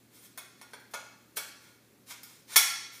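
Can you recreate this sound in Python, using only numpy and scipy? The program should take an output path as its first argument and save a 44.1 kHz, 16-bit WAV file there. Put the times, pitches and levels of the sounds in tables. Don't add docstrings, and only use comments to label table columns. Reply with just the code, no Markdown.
import sys
import numpy as np
from scipy import signal
from scipy.io import wavfile

SR = 44100
rng = np.random.default_rng(int(sys.argv[2]) if len(sys.argv) > 2 else 0)


def to_linear_factor(level_db):
    exponent = np.asarray(level_db, float) / 20
    return 10 ** exponent


def store_wav(level_fs):
    pcm = np.round(np.clip(np.atleast_2d(level_fs), -1, 1) * 32767)
    wavfile.write(sys.argv[1], SR, pcm.T.astype(np.int16))


N = 132300
T = np.arange(N) / SR

# start in seconds, level in dB, thud of the hands in dB,
# treble part in dB, ring of the thin wall in dB.
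KNOCKS = [(.376, -38.5, 5, -0.5, 18), (.382, -41, -2.5, -19, 35), (0.6135, -44, 0.5, -15, 28),
          (.620, -50, -3, -8, 28), (0.734, -43, 11, -24, 33), (.798, -60, -14, 2, 26),
          (.9367, -38.5, 8, -19, 26), (0.9402, -34, 5, -20, 23), (.9450, -42.5, 8.5, -23, 20),
          (1.3698, -31, 2, 3, 36), (1.377, -33.5, 1, -15, 35), (2.151, -66, -9, 0, 26),
          (2.233, -50, -12, 9.5, 32), (2.5597, -12.5, -44, -3, 10), (2.5642, -13.5, -29, 2.8, 28),
          (2.573, -25, -30, 9.5, 25)]
# start in seconds, swell in seconds, fade in seconds,
# level in dB, treble part in dB.
SLIDES = [(.10, 0.054, 0.084, -60, 1.5), (.2, 0.049, 0.033, -59.5, 5.5), (.57, 0.023, 0.028, -66, -5),
          (0.681, 0.027, .03, -63, -19), (.905, 0.0086, 0.01, -63, 7), (1.357, 0.018, 0.0028, -45.5, 12),
          (1.58, 0.053, 0.15, -60.5, -10), (2.056, 0.053, 0.0094, -45.5, -4),
          (2.097, 0.02, 0.017, -42.5, -26), (2.24, 0.023, 0.18, -56.5, -4), (2.468, 0.078, .02, -38.5, -16),
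          (2.909, 0.024, 0.094, -53.5, -0.5)]
MODE_HZ = [780, 890, 1140, 1378, 1437, 2190, 2250, 2486, 3340, 3440, 4420, 5550, 6850]
# peak gain in dB while loose, peak gain in dB once joined, T60 in seconds.
MODES = [(-1, -1, 0.071), (15.5, -7.5, 0.13), (15.5, -19, 0.18), (11.5, 21.5, 0.34), (23.5, 18.5, 0.14),
         (20.5, 17.5, 0.13), (21.5, 17, 0.2), (11.5, 11.5, 0.036), (-4.5, 3.5, 0.06), (17, 26.5, 0.08),
         (10, 15.5, 0.017), (7, 7, 0.026), (8.5, -11, 0.011)]
# frequency in Hz, T60 in seconds.
ROOM_DECAY = [(300, 0.18), (790, 0.68), (2090, 0.76), (5510, 0.74), (14600, 0.32)]
# delay in seconds, level in dB.
ECHOES = [(.0031, -9), (.0052, -8), (.0083, -10), (.0127, -11)]
# frequency in Hz, relative level in dB per Hz.
ROOM_TONE = [(30, -46), (70, -13.5), (250, 1.5), (450, -5), (700, -14.5), (2000, -15.5), (6000, -19.5),
             (15000, -21)]
# frequency in Hz, level in dB.
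HUM = [(75.4, -85.5), (118.4, -72)]
# frequency in Hz, width in Hz, depth from 0 to 1.
MIC_DIPS = [(2950, 214, 0.46), (8150, 170, 1)]

SNAP_S, SHOVE_S = 2.55, 1.9
CHATTER_S, CHATTER_PER_S, FIRST_TOUCH_DB = 0.0041, 7600, 14.5
THUD_LOW_HZ, THUD_HIGH_HZ = 497, 1990
KNOCK_RING_DB, TURN_RING_DB, SHOVE_RING_DB, SLIDE_WALL_RING_DB = 15.5, -12.5, -23, 10.5
RUB_GRAINS_PER_S = 10000


def knocks():
    level, thud, high, touch, wall = np.full((5, N), 1e-9)
    chatter = grains(CHATTER_PER_S)
    for start, db, thud_db, high_db, wall_db in KNOCKS:
        since = np.clip(T - start, 0, None)
        shape = to_linear_factor(db) * (T >= start) * np.exp(-(since / CHATTER_S) ** 2)
        level = level + shape
        thud = thud + shape * to_linear_factor(thud_db)
        high = high + shape * to_linear_factor(high_db)
        i = int(np.ceil(start * SR))
        chatter[i] = to_linear_factor(FIRST_TOUCH_DB)
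        touch[i] = to_linear_factor(db) * (level[i - 1] < to_linear_factor(db) / 2)
        wall[i] = to_linear_factor(db + wall_db)
    clicks = coloured(level * chatter, high / level)
    hands = cut(thud * rng.standard_normal(N), [THUD_LOW_HZ, THUD_HIGH_HZ], "band")
    bending = cut(tube(touch, KNOCK_RING_DB), THUD_LOW_HZ, "high")
    return clicks + hands + bending + wall_ring(wall)


def slides():
    level, high = np.full((2, N), 1e-9)
    for start, swell, fade, db, high_db in SLIDES:
        corners = [start, start + swell, start + swell + fade]
        shape = to_linear_factor(db) * np.interp(T, corners, [0, 1, 0]) ** 1.05
        level = level + shape
        high = high + shape * to_linear_factor(high_db)
    rub = coloured(level * grains(RUB_GRAINS_PER_S), high / level)
    ring_db = np.where(T < SHOVE_S, TURN_RING_DB, SHOVE_RING_DB)
    return rub + tube(rub, ring_db) + wall_ring(rub * to_linear_factor(SLIDE_WALL_RING_DB))


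def tube(force, ring_db):
    out = 0
    for hz, (loose_db, joined_db, t60) in zip(MODE_HZ, MODES):
        grip_db = 2.0 * np.interp(T, np.linspace(0, 3, 25), rng.standard_normal(25))
        mode_db = np.where(T < SNAP_S, loose_db + grip_db, joined_db)
        out = out + ring(force * to_linear_factor(ring_db + mode_db), hz, t60)
    return out


def wall_ring(force):
    return ring(force, hz=9550, t60=0.051)


def ring(force, hz, t60):
    radius = to_linear_factor(-60 / (t60 * SR))
    w = 2 * np.pi * hz / SR
    drive = [0, 2 * (1 - radius) * np.sin(w)]
    return signal.lfilter(drive, [1, -2 * radius * np.cos(w), radius * radius], force + 1e-18)


def grains(per_s):
    size_db = 0.89 * np.minimum(rng.exponential(1, N), 4)
    sizes = to_linear_factor(size_db) * rng.choice([-1, 1], N)
    return rms_one(sizes * (rng.random(N) < per_s / SR))


def coloured(x, high_gain):
    treble = signal.lfilter(*signal.butter(1, 6500, "high", fs=SR), (high_gain - 1) * x)
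    return cut(x + treble, 1115, "high")


def cut(x, hz, kind):
    return signal.sosfilt(signal.butter(2, hz, kind, fs=SR, output="sos"), x)


def rms_one(x):
    return x / np.sqrt(np.mean(x ** 2) + 1e-20)


def room(x):
    t = T[:SR]
    near = to_linear_factor(1.5 - 60 * t / 0.072)
    tail = 0
    for hz, noise in bands():
        tail = tail + noise[:SR] * (to_linear_factor(-60 * t / at_hz(ROOM_DECAY, hz)) + near)
    tail = tail * (1 - np.exp(-(t / 0.0027) ** 2))
    response = to_linear_factor(2) * tail / np.sqrt(np.sum(tail ** 2))
    response[0] = 1
    for delay, db in ECHOES:
        response[int(delay * SR)] -= to_linear_factor(db)
    return signal.fftconvolve(x, response)[:N]


def floor():
    knots = np.linspace(0, 3, 40)
    air = 0
    for hz, noise in bands():
        patchy_db = 1.0 * np.interp(T, knots, rng.standard_normal(len(knots)))
        air = air + noise * to_linear_factor(at_hz(ROOM_TONE, hz) + patchy_db)
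    hum = sum(np.sqrt(2) * to_linear_factor(db) * np.sin(2 * np.pi * hz * T) for hz, db in HUM)
    return to_linear_factor(-62.5) * rms_one(air) + hum


def bands():
    edges = 25 * 2 ** np.arange(0, 9.6, .5)
    white = rng.standard_normal((2, N))
    out = []
    for k, (low, high) in enumerate(zip(edges, edges[1:])):
        out.append((np.sqrt(low * high), cut(white[k % 2], [low, high], "band")))
    return out


def at_hz(points, hz):
    table_hz, values = np.array(points).T
    return np.interp(np.log(hz), np.log(table_hz), values)


def scene():
    return (room(knocks() + slides()) + floor())[None]


def band_limit(x):
    return signal.sosfilt(signal.butter(12, 16270, fs=SR, output="sos"), x)


def record(dry):
    for hz, width_hz, depth in MIC_DIPS:
        dip = signal.lfilter(*signal.iirpeak(hz, hz / width_hz, SR), dry)
        dry = dry - depth * dip
    top_cut = signal.ellip(10, .3, 55, 15480, fs=SR, output="sos")
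    return band_limit(signal.sosfilt(top_cut, dry))


dry = scene()
out = record(dry)
store_wav(out)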